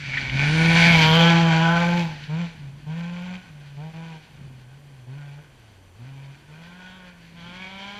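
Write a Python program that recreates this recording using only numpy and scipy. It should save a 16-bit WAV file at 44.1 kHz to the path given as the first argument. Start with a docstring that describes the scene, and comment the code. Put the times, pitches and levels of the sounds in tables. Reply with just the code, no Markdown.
"""A rally car rushes past on a gravel forest road and drives off, on and off the throttle, revving up again far away.
Its exhaust booms at the firing rate, barks in overtones and rasps once per firing, as knocks and puffs of noise.
Shaped noise makes the roar of tyres and flung stones, the spray, the pops, the echo off trunks and the far hiss.
The microphone sits in a sealed housing whose air rings in a row of resonances."""
import sys
import numpy as np
from scipy import signal
from scipy.fft import rfft, irfft, next_fast_len
from scipy.io import wavfile
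from scipy.ndimage import map_coordinates

SR = 44100
rng = np.random.default_rng(int(sys.argv[2]) if len(sys.argv) > 2 else 0)


def log_audio(samples):
    """Write samples as a 16-bit WAV file to the path given in sys.argv[1]."""
    # one column per channel
    frames = np.atleast_2d(samples).T
    # limit to full scale, then quantise
    limited = np.clip(frames, -1, 1)
    pcm = np.round(limited * 32767).astype(np.int16)
    wavfile.write(sys.argv[1], SR, pcm)


def level_to_linear(level):
    """Convert decibel levels to linear amplitude factors, elementwise."""
    exponent = np.asarray(level, float) / 20
    return 10 ** exponent


N = 352359  # samples


def unit(x):
    """Scaled to rms 1."""
    return x / np.sqrt(np.mean(x ** 2) + 1e-20)


def curves(rows):
    """One value per sample for each column after the time."""
    s, *cols = np.transpose(rows)
    return [np.interp(np.arange(N) / SR, s, c) for c in cols]


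def along(points, hz):
    """(Hz, dB) points read on a log frequency axis."""
    f, db = np.transpose(points)
    return np.interp(np.log(hz + 1), np.log(f + 1), db)


def wobble(rate):
    """A smooth random curve, rate knots a second."""
    knots = rng.standard_normal(int(N * rate / SR) + 4)
    return map_coordinates(knots, [np.arange(N) * rate / SR])


def coloured(x, gain_db):
    """x through a causal minimum-phase filter whose gain in dB is a function of frequency."""
    m = 2 * next_fast_len(N // 2 + 4096)
    floored_db = np.maximum(gain_db(np.fft.rfftfreq(m, 1 / SR)), -100)
    cepstrum = irfft(np.log(level_to_linear(floored_db)), m)
    # folding the cepstrum onto positive time makes the filter causal
    cepstrum[1:m // 2] *= 2
    cepstrum[m // 2 + 1:] = 0
    return irfft(rfft(x, m) * np.exp(rfft(cepstrum)), m)[..., :N]


def shaped(x, spectrum):
    """x coloured by (Hz, dB) points, rms 1."""
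    return unit(coloured(x, lambda hz: along(spectrum, hz)))


def resonance(x, centre_hz, width_hz):
    """x ringing in a steep-sided mode, rms 1."""
    def gain_db(hz):
        detuning = (hz ** 2 - centre_hz ** 2) / ((hz + 1) * width_hz)
        return -20 * np.log10(1 + detuning ** 2)
    return unit(coloured(x, gain_db))


def engine():
    """Boom, bark and rasp share the phase of the firings."""
    # engine speed, climbing under throttle and sagging off it: start_s, firing_rate_hz
    speed_rows = [(0, 147.1), (.126, 129.1), (.17, 140.3), (.32, 129.2), (.56, 159.9), (.66, 165.4),
                  (.92, 169.9), (.99, 159), (1.09, 156.5), (1.14, 164.3), (1.3, 169.5), (1.55, 162),
                  (1.75, 169.1), (1.99, 174.3), (2.19, 145.5), (2.29, 146.8), (2.41, 174.1), (2.51, 163.4),
                  (2.68, 135.6), (2.86, 148.5), (2.97, 167.7), (3.3, 181.5), (3.43, 184.4), (3.54, 147.8),
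                  (3.76, 139.9), (3.85, 157.7), (4.07, 165.2), (4.33, 143.7), (4.67, 123.7), (4.76, 141),
                  (4.9, 141.4), (5.05, 119.9), (5.19, 146.2), (5.32, 141), (5.43, 150), (5.75, 95.1),
                  (5.95, 89.9), (5.99, 111.5), (6.08, 135.1), (6.33, 138.5), (6.5, 148.6), (6.64, 169),
                  (6.77, 181.1), (6.96, 186.5), (7.24, 167.3), (7.42, 169.5), (7.63, 187.6), (7.99, 205.3)]
    # colour of the exhaust as the car turns: start_s, loudest_ring_hz, ring_over_broad_rasp_db,
    # bark_tilt_db_per_octave, octave_overtone_lift_db
    colour_rows = [(0, 2300, 7.5, 1.5, 1.5), (.55, 1870, 2, -3, 3.5), (.9, 2231, 8, -5.5, -11),
                   (1.05, 2920, 4, 3.5, 3.5), (1.25, 3100, 3, 2, -7), (1.4, 1630, -5.5, 2, 1.5),
                   (1.7, 1500, 2.5, 3.5, -2.5), (2, 2100, -7, -3, -7), (3, 1550, -4, -2, -14.5),
                   (5.05, 1500, -7, -1.5, 4), (5.25, 1500, -0.5, -3.5, -7), (6, 1500, -5.5, -1.5, 4),
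                   (6.2, 1500, -9, 1.5, -1), (6.95, 1549, 0.5, 7.5, -6), (7.2, 1799, 1, -1, -10),
                   (7.45, 2822, 2, 6.5, -4), (7.62, 2300, 4, 7.5, -2), (7.99, 2720, 4, 0.5, -5.5)]
    hz, = curves(speed_rows)
    boom_gain, bark_gain, rasp_gain = driver(hz)
    ring_hz, ring_db, tilt_db, octave_db = curves(colour_rows)
    turns = np.cumsum(hz * (1 + .004 * wobble(40))) / SR  # in firings
    boom = np.sqrt(2) * np.cos(2 * np.pi * turns) * boom_gain
    bark = overtones(hz, turns, tilt_db, octave_db)
    rasp = firing_rasp(turns, ring_hz, ring_db)
    return boom - bark_gain * bark + rasp_gain * level_to_linear(1.5 * wobble(17)) * rasp


def driver(hz):
    """Gains of boom, bark and rasp from the pass, the stabs of throttle and the coasting between."""
    # the close pass, coasting in, then flat out until the driver lifts:
    # start_s, boom_db, bark_db, rasp_db
    pass_rows = [(0, -42.5, -70, -40), (.166, -31.5, -47.5, -29), (.3, -38, -55, -32.5),
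                 (.345, -23.5, -47.5, -29), (.6, -19, -31.5, -22.5), (.92, -17, -26.5, -14),
                 (1.09, -17.5, -23.5, -23), (1.24, -16, -20, -17), (1.42, -17, -25, -28),
                 (1.75, -21, -26, -25.5), (2.0, -21.5, -32, -29), (2.19, -41.5, -64.5, -56),
                 (2.3, -49, -80, -70)]
    # later stabs of throttle, farther off: open_s, shut_s, boom_db, boom_change_db_per_s,
    # bark_db, bark_change_db_per_s, rasp_db (at mid_hz)
    throttle_rows = [(2.287, 2.445, -25, -8, -39, -27, -40), (2.591, 2.693, -40, 1, -68, 1, -66),
                     (2.86, 3.36, -28.5, -12, -48, -0.5, -43.5), (3.767, 3.89, -34, -18, -49, -15, -50),
                     (3.934, 4.17, -35, -24, -46.5, -30, -49), (5.065, 5.395, -35.5, -15, -58, -6, -48),
                     (5.984, 6.313, -40, -3, -59.5, -2, -50.5),
                     (6.479, 7.079, -44.5, -9, -60.5, 11.5, -51.5), (7.332, 8.098, -45, -3.5, -51, 11, -46)]
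    # coasting after a lift, firing unevenly: start_s, end_s, boom_db, unevenness_db
    coast_rows = [(2.158, 2.296, -44, 11.5), (2.506, 2.866, -45.5, 2.5), (3.453, 3.779, -41.5, -1.8),
                  (4.291, 4.556, -43, 4), (4.569, 4.778, -44.5, -1), (4.798, 5.042, -44.5, -1),
                  (5.44, 5.982, -53, 2), (6.329, 6.492, -56, 5), (7.05, 7.446, -50, -0.5)]
    open_s, rasp_open_s, gentle_open_s, coast_rise_s = .013, .023, .1, .049  # time constants
    shut_db_per_s, rasp_shut_db_per_s = 300, 90
    even_db, arrival_burble_db, arrival_s = .6, 3, .33
    coast_bark_db, coast_rasp_db = -25.5, -17.5  # re boom
    rasp_db_per_oct, mid_hz = 18, 168.3  # harsher at higher revs
    waver_from_s, waver_db = 7.3, 3

    t = np.arange(N) / SR
    boom, bark, rasp = level_to_linear(curves(pass_rows)) * (t < pass_rows[-1][0])
    uneven = 2 * np.tanh(wobble(70) / 2)
    boom = boom * level_to_linear(np.where(t < arrival_s, arrival_burble_db, even_db) * uneven)
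    octaves = np.log2(hz / mid_hz)
    for start, end, boom_db, slope_db, bark_db, swell_db, rasp_db in throttle_rows:
        # the last stab swells in gently and its boom wavers
        gentle = start > waver_from_s
        load = gate(start, end, gentle_open_s if gentle else open_s, shut_db_per_s)
        rasp_load = gate(start, end, gentle_open_s if gentle else rasp_open_s, rasp_shut_db_per_s)
        held_s = np.clip(t - start, 0, end - start)
        uneven_db = (waver_db if gentle else even_db) * uneven
        boom = boom + load * level_to_linear(boom_db + slope_db * held_s + uneven_db)
        bark = bark + load * level_to_linear(bark_db + swell_db * held_s)
        rasp = rasp + rasp_load * level_to_linear(rasp_db + rasp_db_per_oct * octaves)
    for start, end, boom_db, uneven_db in coast_rows:
        idle = level_to_linear(boom_db) * gate(start, end, coast_rise_s, shut_db_per_s)
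        boom = boom + idle * level_to_linear(uneven_db * uneven)
        bark = bark + idle * level_to_linear(coast_bark_db)
        rasp = rasp + idle * level_to_linear(coast_rasp_db)
    return boom, bark, rasp


def gate(start, end, rise_s, fall_db_per_s):
    """Opens at start, dies away after end."""
    t = np.arange(N) / SR
    opening = 1 - np.exp(-np.maximum(t - start, 0) / rise_s)
    return opening * level_to_linear(-fall_db_per_s * np.maximum(t - end, 0))


def overtones(hz, turns, tilt_db, octave_db):
    """Bark: overtones 2 to 20 of the firing rate, coloured by the pipe."""
    # overtones leaving the pipe, before tilt and drift: frequency_hz, level_db
    pipe_points = [(230, 5), (290, -2), (350, -3.5), (500, -4), (700, -6.5), (950, -0.5), (1250, -13.5),
                   (1550, -7), (1900, -28), (2300, -22), (3200, -18.5), (4200, -37)]
    bark = 0
    for k in range(2, 21):
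        level_db = along(pipe_points, k * hz) + tilt_db * np.log2(k * hz / 750) + (k == 2) * octave_db
        # strength and phase drift as sound paths through the trees shift; phase more for higher overtones
        drift_db = 2.8 * wobble(7.6)
        phase = 2 * np.pi * k * (turns - .5) + 0.19 * k * wobble(30)
        bark = bark + level_to_linear(level_db + drift_db) * np.cos(phase)
    return bark


def firing_rasp(turns, ring_hz, ring_db):
    """Each firing is a sharp knock, slightly early or late, in the trough of the boom, and a puff of turbulent gas."""
    # broad part of the rasp, spectrum shape: frequency_hz, density_db_per_hz
    gas_points = [(300, -18), (900, -4), (1600, -15), (2500, 2), (4500, -23.5), (7500, -28), (10000, -66.5),
                  (16000, -65)]
    # panels and silencer ringing at each firing, before the pull of the loudest ring:
    # centre_hz, width_hz, level_db
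    body_rows = [(1510, 216, -2), (1772, 180, -8.5), (2271, 236, 0), (3100, 500, -1)]
    late, size = rng.standard_normal((4000, 2)).T
    cycle = (turns - .4).astype(int) + 1
    fired = np.flatnonzero(np.diff(cycle))
    firing = cycle[fired]
    knock_at = fired + (.00004 * SR * late[firing]).astype(int)
    knocks = np.bincount(np.clip(knock_at, 0, N - 1), level_to_linear(1.4 * size[firing]), N)
    puff_shape = .45 + np.exp(-4 * ((turns - .4) % 1))
    puffs = level_to_linear(1.8 * size[cycle]) * puff_shape * rng.standard_normal(N)
    blows = .85 * unit(knocks) + .55 * unit(puffs)
    rings = 0
    for centre_hz, width_hz, db in body_rows:
        off_db = -48 * np.log2(ring_hz / centre_hz) ** 2  # modes far from the loudest ring fade
        rings = rings + level_to_linear(db + off_db + 1.5 * wobble(9)) * resonance(blows, centre_hz, width_hz)
    rasp = shaped(puffs, gas_points) + level_to_linear(ring_db) * rings
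    return rasp / np.sqrt(1 + level_to_linear(2 * ring_db))


def pops():
    """Unburnt fuel popping in the pipe, stones knocking the floor pan: short decaying bursts of band noise."""
    # start_s, level_db (before onset and decay), ring_hz, t60_s
    pop_rows = [(.134, -17, 1890, 0.05), (.144, -21, 2300, 0.044), (.171, -15, 2060, 0.078),
                (.296, -21, 2450, 0.048), (0.438, -22, 2400, .05), (2.238, -29, 2900, 0.019),
                (5.385, -48, 1500, 0.039)]
    out, t = np.zeros(N + SR), np.arange(SR // 10) / SR
    for s, db, ring_hz, t60 in pop_rows:
        band = signal.butter(1, [ring_hz / 1.3, ring_hz * 1.3], "bandpass", fs=SR, output="sos")
        burst = unit(signal.sosfilt(np.tile(band, (3, 1)), rng.standard_normal(len(t))))
        onset = 1 - np.exp(-t / 0.0014)
        out[round(s * SR):][:len(t)] += level_to_linear(db - 60 * t / t60) * onset * burst
    return out[:N]


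def tyres():
    """Body rumble and a roar of crushed gravel with flung stones on top."""
    # start_s, rumble_db, gravel_db (both before the trims below)
    road_rows = [(0, -47, -44), (.25, -36, -42.5), (.87, -33, -27.5), (1.15, -39, -32), (1.96, -46, -47.5),
                 (2.5, -54, -58), (3.03, -52, -66), (4.3, -67, -61.5), (4.4, -49.5, -66), (5.05, -75, -69),
                 (7.28, -63, -62.5), (7.36, -55.5, -58), (7.99, -59.5, -54.5)]
    # spectrum shapes: frequency_hz, density_db_per_hz
    stone_points = [(880, -36.5), (1500, -5.5), (2280, -7), (2690, 2.5), (3100, -9), (9000, -36),
                    (11700, -74), (19800, -120)]
    rumble_points = [(18, -42), (30, -10.5), (140, -6.5), (204, -10), (300, -16.5), (390, -27), (660, -120)]
    rumble_trim_db, gravel_trim_db, clicks_per_s = 2.0, 7.0, 1500
    rumble_db, gravel_db = curves(road_rows)
    rumble = shaped(rng.standard_normal(N), rumble_points) * level_to_linear(2.1 * wobble(4.9))
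    struck = rng.random(N) < clicks_per_s / SR
    clicks = struck * level_to_linear(1.2 * rng.exponential(size=N)) * rng.standard_normal(N)
    crunch = shaped(rng.standard_normal(N) + 0.16 * unit(clicks), stone_points)
    crunch = crunch * level_to_linear(2.4 * wobble(25) + 0.47 * wobble(3.5))
    return level_to_linear(rumble_db + rumble_trim_db) * rumble + level_to_linear(gravel_db + gravel_trim_db) * crunch


def spray():
    """Fine grit and water off the wheels: two flickering treble bands, the upper one ticking with single drops."""
    # start_s, hiss_db, sizzle_db
    spray_rows = [(0, -89, -85), (.59, -49.5, -66), (.92, -51.5, -53.5), (1.2, -81, -53.5), (1.4, -67, -65),
                  (2.01, -64, -66), (2.17, -82, -79)]
    drops_per_s = 60
    hiss_db, sizzle_db = curves(spray_rows)
    hiss = level_to_linear(hiss_db + 1.5 * wobble(45)) * resonance(rng.standard_normal(N), 8860, 1500)
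    drops = rng.standard_normal(N) * (1 + 10 * (rng.random(N) < drops_per_s / SR))
    return hiss + level_to_linear(sizzle_db + 1.5 * wobble(45)) * resonance(drops, 11700, 4800)


def trunks(x):
    """Tree trunks scatter a short diffuse tail; the long waves of the boom bend round them."""
    t60_s, build_s, corner_hz = 0.81, 0.013, 330
    t = np.arange(SR // 2) / SR
    tail = rng.standard_normal(len(t)) * level_to_linear(-60 * t / t60_s) * (1 - np.exp(-t / build_s))
    echo = signal.fftconvolve(x, tail / np.linalg.norm(tail))[:N]
    return coloured(echo, lambda hz: -10 * np.log10(1 + (corner_hz / (hz + 1)) ** 4))


def forest():
    """Far rumble and hiss of trees and road: nearly steady shaped noise."""
    # spectrum shape: frequency_hz, density_db_per_hz
    forest_points = [(15, -51), (25, -3.5), (109, -4.5), (345, -11.5), (558, -14), (1150, -16), (1500, -24),
                     (3180, -21.5), (3840, -37.5), (9040, -31.5), (15000, -51.5)]
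    level_db = -54.5
    return level_to_linear(level_db + 0.2 * wobble(3.18)) * shaped(rng.standard_normal(N), forest_points)


def scene():
    """The car with its echoes, over the forest."""
    car = engine() + pops()
    echo_db = -11
    return (car + level_to_linear(echo_db) * trunks(car) + tyres() + spray() + forest())[None]


def top_cut(x):
    """Nothing passes above the cut-off."""
    return signal.sosfilt(signal.butter(12, 15190, fs=SR, output="sos"), x)


def record(dry):
    """Air in the sealed housing lifts some bands and dips others."""
    # centre_hz, width_hz, lift_db
    housing_rows = [(1500, 270, 2.5), (2300, 140, -1), (3160, 240, 1.5), (4500, 830, 7.5), (6010, 280, 8),
                    (7270, 540, 3), (12200, 900, 2), (1232, 420, -3.5), (2700, 325, -10), (8370, 610, -4.5)]

    def gain_db(hz):
        return sum(db / (1 + (2 * (hz - c) / w) ** 2) for c, w, db in housing_rows)
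    boxed = coloured(dry, gain_db)
    return top_cut(boxed)


dry = scene()
out = record(dry)
log_audio(out)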